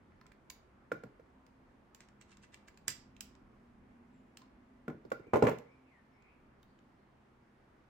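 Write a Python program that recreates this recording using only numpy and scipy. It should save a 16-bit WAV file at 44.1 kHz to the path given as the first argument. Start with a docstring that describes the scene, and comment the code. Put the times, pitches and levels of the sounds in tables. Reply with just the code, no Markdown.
"""Two pairs of small pliers grip and kink a thin steel wire above a wooden table, close up in stereo.
The jaws tick, scrape and snap off the wire, each contact a crack of noise and a short steel ring;
the freed wire twangs. One pair knocks on the table, stirring the wood's modes, and is then laid down
with a clatter. A small room answers every hit over soft air and a low hum; a bird sings faintly outside."""
import sys
import numpy as np
from scipy import signal
from scipy.fft import rfft, irfft, next_fast_len
from scipy.io import wavfile

SR = 44100
rng = np.random.default_rng(int(sys.argv[2]) if len(sys.argv) > 2 else 0)


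def dump_mix(stems):
    """Bounce the given channels to the path in sys.argv[1] as a 16-bit WAV at rate SR."""
    frames = np.atleast_2d(stems).T  # one column per channel
    limited = np.clip(frames, -1, 1)  # hard clip at full scale
    pcm = np.round(limited * 32767).astype(np.int16)
    wavfile.write(sys.argv[1], SR, pcm)


N = 347930
HIT_TIME = np.arange(int(.2 * SR)) / SR  # the seconds over which one hit rings out

# The room's air. Each row: frequency in Hz, relative level in dB.
AIR_SPECTRUM = [(15, -31.5), (25, 0.5), (76, -3), (161, -6.5), (242, -5.5), (285, -9.5), (384, -9.5),
                (416, -15), (531, -17.5), (641, -19), (1040, -20), (2110, -28.5), (3820, -42), (11600, -55),
                (16000, -63.5)]
# The air's low end, one list before and one after the pliers are laid down.
# Each row: time in seconds, level in dB.
RUMBLE_CURVES = [
    [(0.0, -66.5), (1.95, -71), (3.18, -64.5), (4.8, -68.5)],
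    [(5.8, -75), (6.54, -68.5), (7.5, -74.5), (7.89, -71.5)],
]
# The hum. Each row: pitch in Hz, width in Hz, loudest level in dB, time of that swell in seconds,
# its half length in seconds.
HUM_TONES = [(68.3, 3, -72.5, 2.6, .5), (128, 2.3, -69.5, 3.2, 0.43), (205.3, 14, -71.5, 3.3, 1.5),
             (237, 4, -69, 3.8, .6), (259.5, 3.6, -69.5, 4.7, 1.2)]
# Light touches on free steel. Each row: start in seconds, level in dB, pitch favoured by the spot
# struck in Hz, its reach in octaves (small for a pure ping).
CLINK_HITS = [(0.12, -61, 1530, 1), (0.213, -53.5, 1360, 0.91), (0.212, -64, 4700, 0.88),
              (0.2577, -56.5, 1160, 0.99), (0.3180, -55, 1760, 1), (0.4995, -47, 6440, 0.34),
              (0.5, -51.5, 3650, 0.17), (0.5002, -48.5, 4760, 0.21), (0.5, -53.5, 1040, .3),
              (0.5012, -49, 2270, 0.4), (2.0047, -55, 1790, 0.72), (2.213, -59, 1700, 0.92),
              (2.4427, -56, 1680, 1), (2.536, -60, 1500, 1), (2.5425, -49, 2500, 1),
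              (2.684, -53, 1750, 0.95), (2.881, -35.5, 1820, .7), (2.891, -42.5, 1700, .7),
              (3.1655, -63, 2900, .5), (3.207, -47, 3000, 0.27), (4.3713, -50.5, 3050, 0.14),
              (4.372, -58, 4234, .2), (4.417, -63.5, 4200, .4), (4.418, -55, 1000, .4),
              (6.6303, -64.5, 3490, 0.43), (6.788, -69, 3360, .4)]
# The pliers ringing freely. Each row: pitch in Hz, level in dB, t60 in seconds.
FREE_STEEL_MODES = [(1030.4, -2, 0.075), (1323, 2.5, 0.018), (1717, 6.5, 0.012), (1994, 0, 0.027),
                    (2276, 2, 0.022), (2713, -1, 0.031), (3050, 0.5, 0.01), (3766, -4.5, 0.024),
                    (4310, -6, 0.031), (4807, -5.5, 0.025), (5385, -0.5, 0.014), (6500, -4, 0.0047)]
# Jaws clicking on the wire. Each row: start in seconds, level in dB, top octave in dB (high for a clean
# snap, low for a gripped wire), pitch of the tips in Hz (moves with the grip), crack against ring in dB.
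CLICK_HITS = [(0.2124, -60, 10, 7300, 12), (0.2652, -53.5, -1, 7840, 7), (0.3189, -56, 2, 6600, 16),
              (0.501, -36, 6, 6960, 6), (1.036, -53, 4, 7400, 10), (1.4647, -58, 5, 7500, 16),
              (1.947, -45.5, 3.5, 7500, 3), (2.005, -46.5, -9, 7600, 8), (2.0863, -56, -7, 7800, 10),
              (2.212, -49.5, -6, 7900, -6), (2.37, -52, -6, 7600, 9), (2.5429, -44, -7, 8000, 7),
              (2.6832, -50, 1, 7450, 1), (2.7433, -65, -8, 7200, 0), (2.7736, -50, -1, 7350, 6),
              (2.8804, -20, 0.5, 7620, 0), (3.165, -52.5, -4, 7300, 9), (3.207, -31.5, 2.5, 7700, 5),
              (3.3512, -57, -8, 7200, 10), (4.371, -43, -0.5, 8220, 2), (4.418, -57, -7.5, 7140, 8),
              (5.103, -54, 7, 7250, 3), (5.494, -39.5, 7.5, 7170, 13), (5.5854, -49.5, 4.5, 7630, 8),
              (6.223, -63.5, 1, 7500, 5.5), (6.6288, -58.5, 10, 7550, 5), (6.79, -63.5, -6, 6960, 3)]
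# The jaws, damped by the hand. Each row: pitch in Hz, level in dB, t60 in seconds.
HELD_JAW_MODES = [(1390, -6, 0.0041), (1592, -1, 0.0055), (2340, -22, 0.033), (2660, -13.5, 0.0138),
                  (4164, -18, 0.007), (5570, -9, 0.009), (6056, -10, .008), (6640, -14, 0.0075),
                  (7410, 7.5, 0.0068), (8000, -5.5, 0.005), (11540, -19.5, 0.00797), (13380, -11, 0.0043),
                  (14300, -10, 0.0045)]
# The crack of steel on steel. Each row: frequency in Hz, relative level in dB.
CRACK_SPECTRUM = [(700, -1.5), (1500, 1.5), (2400, -1.5), (3800, -5), (5500, -4.5), (7500, -2), (8400, -1),
                  (9200, -10.5), (12000, -12.5), (14500, -13)]
# Slides along the wire. Each row: midpoint in seconds, level in dB, half length in seconds.
SLIDES = [(2.023, -72.5, 0.02), (2.219, -64.5, 0.0065), (2.317, -67.5, 0.018), (2.437, -64.5, 0.01),
          (2.536, -67, 0.0093), (2.682, -64, 0.005), (2.8765, -48, .0014), (2.896, -44, 0.0082),
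          (2.92, -52, 0.008)]
# Knocks, rebounds and jolts on the table. Each row: start in seconds, level in dB, contact cut-off in Hz,
# bass in dB, flatness from 0 (nose first) to 1 (whole tool), thud pitch in Hz, clink pitch in Hz,
# clink against knock in dB.
TABLE_HITS = [(0.9172, -23.5, 2030, -2, 0.023, 477, 1590, -15.5),
              (1.0355, -39, 1370, 10.5, 0.05, 470, 1610, -16), (1.196, -47.5, 910, 6, 0.18, 500, 1550, -17),
              (2.8792, -47, 257, 4, 0.85, 600, 1513, -10.5), (4.8798, -30, 1580, 13, 0.09, 419, 1890, -18),
              (4.9, -40, 1380, 4, 0.24, 330, 1290, -4), (5.0505, -41.5, 613, 8, 0.13, 402, 4500, -26),
              (5.117, -23, 2240, -3.5, 0.032, 513, 2230, -20), (5.195, -43.5, 410, 6, 1, 350, 1500, -18),
              (5.268, -45.5, 374, 6, 0.83, 400, 2300, -26), (5.334, -16, 1210, 2, 1, 446, 1040, -14.5),
              (5.3445, -25, 1300, -3, 0.59, 676, 2300, -29), (5.356, -23, 1090, -6, 1, 426, 2800, -24),
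              (5.358, -20, 910, -7, 0.72, 462, 1100, -10), (5.3684, -19.5, 900, -4, 0.63, 424, 1400, -18),
              (5.3893, -28, 890, -11, 0.65, 430, 1150, -21),
              (5.4233, -12.5, 680, 1, 0.83, 435, 2370, -22.5),
              (5.4379, -18.5, 900, -8, 0.66, 450, 1140, -11.5), (5.45, -23, 1000, 2, 0.96, 401, 1960, -14),
              (5.469, -17, 1900, -5.5, 0.85, 486, 1570, -11), (5.479, -29, 1400, 6, 1, 500, 1680, -13),
              (5.4848, -22, 1300, -2, 1, 473, 1380, -13), (5.515, -29.5, 1230, 2.5, 1, 457, 1330, -9),
              (5.532, -34, 700, -2, .7, 470, 1300, -16)]
# The table top. Each row: pitch in Hz, level in dB, t60 in seconds.
TABLE_MODES = [(121.3, -17, 0.17), (191.6, -24.5, 0.073), (221, -19.5, 0.12), (240.2, -17.5, 0.19),
               (311, -15, 0.09), (362.8, -17, 0.084), (453, -20, 0.15), (500, -33, 0.07),
               (599, -20.5, 0.16), (680.5, -21.5, 0.092), (796, -24.5, 0.12), (1102.4, -9, 0.04),
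               (1413, 2.5, 0.028), (1505, -1.5, 0.0089), (1807, -9.5, 0.01296), (2260, -10.5, 0.021)]
# The slap of the whole tool landing flat. Each row: pitch in Hz, level in dB, t60 in seconds.
SLAP_MODES = [(231.4, -9, .016), (890, 0.5, 0.014)]
# The board's many weak modes, blurred into noise. Each row: frequency in Hz, relative level in dB.
BOARD_SPECTRUM = [(50, -18.5), (110, -3), (200, -15), (400, 9.5), (700, 0), (1000, -0.5), (1500, -10),
                  (2600, -7.5), (4000, -19), (9000, -44)]
# The wire springing free. Each row: start in seconds, level in dB.
WIRE_RELEASES = [(2.881, -43), (3.206, -81.5)]
# The free wire, bending two ways at slightly different pitches.
# Each row: pitch in Hz, level in dB, t60 in seconds.
WIRE_MODES = [(1967, -6.5, 0.37), (2488, -5, 0.15), (3970, -10, 0.17), (4768, -3.5, .18),
              (5060, -1.5, 0.17), (4900, 12.5, 0.17), (5280, -1, .22), (5390, -2.5, 0.2), (6200, -4, .17),
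              (7490, -4.5, 0.16), (8620, -8, 0.12)]
# A songbird far outside. Each row: start in seconds, length in seconds, first pitch in Hz,
# last pitch in Hz, warble depth in Hz, level in dB.
BIRD_NOTES = [(4.12, .09, 7800, 7130, 108, -89), (5.22, .11, 2100, 2370, 70, -71),
              (5.645, .12, 2135, 2347, 75.6, -70.5), (5.69, .05, 5380, 5300, 30, -91),
              (5.854, 0.16, 2790, 1820, 50, -72), (6.11, .06, 5320, 5390, 30, -93),
              (6.12, .1, 2140, 2216, 100, -74.5), (6.205, 0.13, 2348, 2395, 151, -70),
              (6.65, 0.089, 4200, 4410, 198, -87), (6.97, .05, 4190, 4210, 90.5, -88)]
# The colour of the room's answer. Each row: frequency in Hz, relative level in dB.
REVERB_SPECTRUM = [(100, -1.5), (400, -3.5), (1000, -2.5), (2000, 2.5), (5000, 4.5), (8000, 0.5),
                   (15000, 9.5)]
# How long the room rings. Each row: frequency in Hz, t60 in seconds.
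REVERB_T60 = [(100, 0.36), (400, 0.45), (1500, 0.36), (5000, 0.34), (8000, 0.25), (15000, 0.17)]
# The side that the tools favour. Each row: frequency in Hz, left minus right in dB.
TOOL_PAN = [(100, 4), (300, -1.5), (550, -4.5), (1200, 0), (2500, -3), (5000, -3), (7700, -7.5), (8600, 3),
            (10500, 5), (15000, 0.5)]


def undb(db):
    """Decibels to gain."""
    return 10 ** (np.asarray(db) / 20)


def unit(x):
    """Scale to rms 1."""
    return x / np.sqrt(np.mean(x ** 2))


def along(points, hz):
    """Read (Hz, value) points on a log-frequency axis."""
    point_hz, values = np.transpose(points)
    return np.interp(np.log(np.maximum(hz, 1)), np.log(point_hz), values)


def butter(x, hz, kind, order=2):
    """Causal Butterworth filter."""
    sections = signal.butter(order, np.minimum(hz, SR / 2 - 100), kind, fs=SR, output="sos")
    return signal.sosfilt(sections, x)


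def bands(x):
    """Split into overlapping half-octave bands; yields (Hz, band)."""
    size = next_fast_len(x.shape[-1])
    spectrum = rfft(x, size)
    half_octaves = 2 * np.log2(np.maximum(np.fft.rfftfreq(size, 1 / SR), 1) / 20)
    for k in range(21):
        window = np.maximum(1 - abs(half_octaves - k), 0)
        yield 20 * 2 ** (k / 2), irfft(spectrum * window, size)[..., :x.shape[-1]]


def colour(x, points):
    """Equalise along a curve of (Hz, dB) points."""
    size = next_fast_len(x.shape[-1])
    gain = undb(along(points, np.fft.rfftfreq(size, 1 / SR)))
    return irfft(rfft(x, size) * gain, size)[..., :x.shape[-1]]


def stereo_noise(size, points, apart_hz):
    """Coloured noise at two microphones: long waves reach both alike, short ones do not."""
    mid, side = colour(rng.standard_normal((2, size)), points)
    side = butter(side, apart_hz, "high")
    return unit(np.array([mid + side, mid - side]))


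def wander(rate_hz, count=400):
    """A random drift with a spread near 1."""
    return np.interp(np.arange(N) / SR * rate_hz, np.arange(count), rng.standard_normal(count))


def add(out, s, sound):
    """Mix a sound in at s seconds."""
    i = max(int(s * SR), 0)
    out[:, i:i + sound.shape[1]] += sound[:, :N - i]


def hit_level(x, db):
    """Scale a hit so that the crest of its first five milliseconds lies near db."""
    return x * undb(db) / (2 * np.sqrt(np.mean(x[:, :SR // 200] ** 2)))


def stroke_level(x, shape, db):
    """Scale a stereo stroke so that its rms at the top of its shape lies near db."""
    return x * undb(db) / np.sqrt(np.sum(x ** 2) / (2 * np.sum(shape ** 2)))


def impulses(shape, rate_hz):
    """Randomly timed tiny contacts whose strength follows a shape."""
    return (rng.random(len(shape)) < rate_hz / SR) * rng.standard_normal(len(shape)) * shape


def ring(modes, spread, gain_db=0, lag_s=0, apart_hz=550, tuning=1):
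    """Struck modes; each blow weights them anew, and each microphone meets them at its own phase."""
    hz, db, t60 = np.transpose(modes)
    scatter_db, detune, phase = rng.standard_normal((3, len(hz)))
    hz = hz * tuning * (1 + .008 * detune)
    phase = phase * spread * np.minimum(hz / apart_hz, 1) ** 2 - np.pi * hz * lag_s
    waves = np.exp(np.outer(2j * np.pi * hz - np.log(1000) / t60, HIT_TIME))
    gain = undb(db + gain_db + scatter_db)
    return np.real(np.array([gain * np.exp(1j * phase), gain * np.exp(-1j * phase)]) @ waves)


def room_tone(air_db=-62, rumble_hz=220, flicker_db=1, wide_hz=700, hum_sink_db=-9.5, pan_db=-0.9):
    """A bed of soft, flickering air whose low end swells and sinks, with a wavering hum."""
    t = np.arange(N) / SR
    rumble_db = np.interp(t, *np.vstack(RUMBLE_CURVES).T) - air_db
    air = unit(colour(rng.standard_normal((2, N)), AIR_SPECTRUM))
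    out, sides = 0, np.array([[1], [-1]])
    for hz, (mid, side) in bands(air):
        width = 0.87 * np.clip(hz / wide_hz, 1 / 4, 1)
        band_db = air_db + rumble_db / (1 + (hz / rumble_hz) ** 2) + flicker_db * wander(rate_hz=13)
        out = out + (mid + width * side * sides) * undb(band_db)
    for hz, width_hz, db, loudest_s, half_s in HUM_TONES:
        drift = wander(width_hz) + 1j * wander(width_hz)
        hum = unit(np.real(drift * np.exp(2j * np.pi * hz * t)))
        sunk = 1 - np.exp(-.5 * ((t - loudest_s) / half_s) ** 2)
        out = out + undb(db + hum_sink_db * sunk) * hum
    return out * undb(sides * pan_db / 2)


def clink(db, spot_hz, reach_octaves=1, fade_db=28, attack_s=0.00037):
    """The free steel rings clearly; modes weaken with their distance from the favoured pitch."""
    hz = np.transpose(FREE_STEEL_MODES)[0]
    distance = np.log2(hz / spot_hz) / reach_octaves
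    modes = ring(FREE_STEEL_MODES, spread=.45, gain_db=-fade_db * distance ** 2)
    return hit_level(modes * (1 - np.exp(-HIT_TIME / attack_s)), db)


def plier_clinks():
    """Light touches set the pliers ringing."""
    out = np.zeros((2, N))
    for s, db, spot_hz, reach_octaves in CLINK_HITS:
        add(out, s, clink(db, spot_hz, reach_octaves))
    return out


def steel_contact(treble_db, top_db, tuning, crack_db, crack_s=0.0017, attack_s=0.0012):
    """Steel meets steel: a crack of noise and the short ring of the jaws."""
    treble_hz, top_hz = 3740, 8800
    jaws = ring(HELD_JAW_MODES, spread=0.48, tuning=tuning)
    crack = stereo_noise(len(HIT_TIME), CRACK_SPECTRUM, apart_hz=1830) * np.exp(-HIT_TIME / crack_s)
    hit = (jaws + undb(crack_db) * crack) * (1 - np.exp(-HIT_TIME / attack_s))
    # two shelves set the brightness: the treble, then the very top
    hit = butter(hit, treble_hz, "low") - undb(treble_db) * butter(hit, treble_hz, "high")
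    top = butter(hit, 1.184 * top_hz, "high", order=4)
    hit = butter(hit, top_hz, "low", order=8) + undb(top_db) * top
    return butter(hit, 1100, "high")


def jaw_clicks(gain_db=-4, neutral_db=-44, treble_per_db=0.85, average_tips_hz=7490):
    """The jaws seat on the wire or snap off it; the harder the click, the brighter."""
    out = np.zeros((2, N))
    for s, db, top_db, tips_hz, crack_db in CLICK_HITS:
        treble_db = treble_per_db * (db - neutral_db)
        hit = steel_contact(treble_db, top_db, tips_hz / average_tips_hz, crack_db)
        add(out, s, hit_level(hit, db + gain_db))
    return out


def grit(shape, db, centre_hz=2100, teeth_hz=450, step_octaves=.45):
    """Single teeth catch on the wire and ring the steel, each of three spots with its own pitch."""
    out = 0
    for spot in range(3):
        catches = impulses(shape, teeth_hz / 3)
        catches[np.argmax(shape) + spot * SR // 700] += .5  # one sure catch near the top of the stroke
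        ping = clink(0, centre_hz * 2 ** (step_octaves * (spot - 1)))
        out = out + signal.fftconvolve(catches[None], ping[:, :SR // 20], axes=1)
    return stroke_level(out, shape, db)


def chatter(shape, db, treble_db, top_db, slips_hz=1600, tuning_scatter=0.091):
    """A run of tiny steel contacts at three spots of the jaws, each tuned a little differently."""
    out = 0
    for _ in range(3):
        slips = impulses(shape, slips_hz / 3)
        tuning = 1 + tuning_scatter * rng.standard_normal()
        contact = steel_contact(treble_db, top_db, tuning, crack_db=13.5)
        out = out + signal.fftconvolve(slips[None], contact[:, :SR // 20], axes=1)
    return stroke_level(out, shape, db)


def jaw_scrapes(neutral_db=-58.5, treble_per_db=0.7, grit_db=2, top_db=-14):
    """The serrated jaws slide along the wire in short swelling runs, and skid after every click."""
    skid_after_s, skid_db, skid_half_s = 0.0072, -27, 0.0019
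    skids = [(s + skid_after_s, db + skid_db, skid_half_s) for s, db, *_ in CLICK_HITS]
    out, t = np.zeros((2, N)), np.arange(-SR // 10, SR // 10) / SR
    for s, db, half_s in SLIDES + skids:
        shape = np.exp(-.5 * (t / half_s) ** 2)
        # a firm stroke is brighter; a light, dull one is the grittiest
        treble_db = treble_per_db * (db - neutral_db)
        teeth = grit(shape, db + grit_db) / (1 + undb(treble_db))
        add(out, s + t[0], chatter(shape, db, treble_db, top_db) + teeth)
    return out


def wood_knock(db, contact_hz, bass_db, flatness, thud_hz, attack_s=0.0015, boom_s=0.038, board_s=0.016):
    """The table gives with a thud: the nose knocks hollow, the tool laid flat stirs the whole board."""
    bass_hz, hollow_hz, flat_treble_db, boom_db = 302, 950, -8.5, -21
    thud_db, thud_t60_s = 6, 0.0263
    board_db = np.interp(flatness, [0, 1], [-27, -4.5])
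    lowest_hz = np.interp(flatness, [0, 1], [138, 83])
    hz, t = np.transpose(TABLE_MODES)[0], HIT_TIME
    # a flat landing weakens the hollow upper modes
    tilt_db = bass_db / (1 + (hz / bass_hz) ** 4) + flatness * flat_treble_db * (hz > hollow_hz)
    modes = ring(TABLE_MODES, spread=0.92, gain_db=tilt_db, lag_s=0.00009)
    thud = ring([(thud_hz, thud_db, thud_t60_s)], spread=1.0, lag_s=0.00014)
    slap = flatness * ring(SLAP_MODES, spread=0.82)
    # the board's slow bending waves outlast the knock
    boom = unit(butter(rng.standard_normal(len(t)), (105, 380), "bandpass")) * np.exp(-t / boom_s)
    board = stereo_noise(len(t), BOARD_SPECTRUM, apart_hz=560) * np.exp(-t / board_s)
    wood = undb(board_db) * board + undb(boom_db + bass_db) * boom - modes - thud - slap
    wood = wood * (1 - np.exp(-t / attack_s))
    wood = butter(wood, contact_hz, "low")  # a longer contact drives the high modes less
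    wood = butter(wood, lowest_hz, "high", order=3)  # the board radiates little deep bass
    return hit_level(wood, db)


def table_knocks(rattle_db=-29, rattle_db_per_octave=3, firm_hz=1000, rattle_s=0.0047):
    """Each blow on the table makes the steel clink too; a harder contact rattles the joint more."""
    out = np.zeros((2, N))
    rattle_shape = np.exp(-HIT_TIME[:SR // 10] / rattle_s)
    for s, db, contact_hz, bass_db, flatness, thud_hz, spot_hz, clink_db in TABLE_HITS:
        knock = wood_knock(db, contact_hz, bass_db, flatness, thud_hz)
        joint_db = rattle_db + rattle_db_per_octave * np.log2(contact_hz / firm_hz)
        add(knock, 0, chatter(rattle_shape, db + joint_db, treble_db=-1, top_db=3, slips_hz=4050))
        add(out, s, knock + clink(db + clink_db, spot_hz))
    return out


def wire_twangs(flutter_hz=130):
    """Let go, the thin wire sings on faintly, fluttering as its free end whips about."""
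    out = np.zeros((2, N))
    for s, db in WIRE_RELEASES:
        twang = hit_level(ring(WIRE_MODES, spread=.8), db)
        whip = unit(butter(rng.standard_normal(len(HIT_TIME)), flutter_hz, "low"))
        add(out, s, twang * (1 + whip) / np.sqrt(2))
    return out


def bird(warble_hz=140, settle=2.1, yard_t60_s=.65, early_s=0.011, early_db=8):
    """Whistled notes glide and settle with a fast warble; only their smeared echoes reach indoors."""
    song = np.zeros((1, N))
    for s, length_s, first_hz, last_hz, depth_hz, db in BIRD_NOTES:
        t = np.arange(int(length_s * SR)) / SR
        glide_hz = last_hz + (first_hz - last_hz) * (1 - t / length_s) ** settle
        warble = depth_hz * unit(butter(rng.standard_normal(len(t)), warble_hz, "low"))
        swell = np.sqrt(np.sin(np.pi * t / length_s))
        note = np.sin(2 * np.pi * np.cumsum(glide_hz + warble) / SR) * swell
        add(song, s, undb(db) * unit(note)[None])
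    t = np.arange(SR // 2) / SR
    decay = undb(-60 * t / yard_t60_s) + undb(early_db) * np.exp(-t / early_s)
    yard = unit(rng.standard_normal((2, len(t))) * decay) / np.sqrt(len(t))
    return signal.fftconvolve(song, yard, axes=1)[:, :N]


def room_reverb(x, tail_db=-6, build_s=0.001306, echo_db=-15, echo_s=.0105, pan_db=0.5):
    """A near wall sends back one echo amid a dense tail that dies sooner in the treble."""
    t = np.arange(int(.6 * SR)) / SR
    wash = stereo_noise(len(t), REVERB_SPECTRUM, apart_hz=485)
    tail = sum(band * undb(-60 * t / along(REVERB_T60, hz)) for hz, band in bands(wash))
    tail = tail * (1 - np.exp(-(t / build_s) ** 2))
    wall = stereo_noise(len(t), REVERB_SPECTRUM, apart_hz=485) * np.exp(-((t - echo_s) / 0.00057) ** 2)
    answer = (undb(tail_db) * unit(tail) + undb(echo_db) * unit(wall)) / np.sqrt(len(t))
    return signal.fftconvolve(x, answer * undb([[pan_db / 2], [-pan_db / 2]]), axes=1)[:, :N]


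def pan_tools(x):
    """The tools lie to the right, yet their top octave reaches the left microphone more easily."""
    size = next_fast_len(N)
    pan_db = along(TOOL_PAN, np.fft.rfftfreq(size, 1 / SR))
    return irfft(rfft(x, size) * undb([pan_db / 2, -pan_db / 2]), size)[:, :N]


def scene():
    """Pliers, wire and table up front in their room; room tone and the bird behind."""
    tools = jaw_clicks() + plier_clinks() + wire_twangs() + jaw_scrapes() + table_knocks()
    return pan_tools(tools + room_reverb(tools)) + room_tone() + bird()


def record(dry):
    """Shed the deepest rumble and cut the top steeply."""
    low_hz, top_hz = 24, 15900
    top_cut = signal.ellip(10, .2, 70, top_hz, fs=SR, output="sos")
    return signal.sosfilt(top_cut, butter(dry, low_hz, "high", order=3))


dry = scene()
out = record(dry)
dump_mix(out)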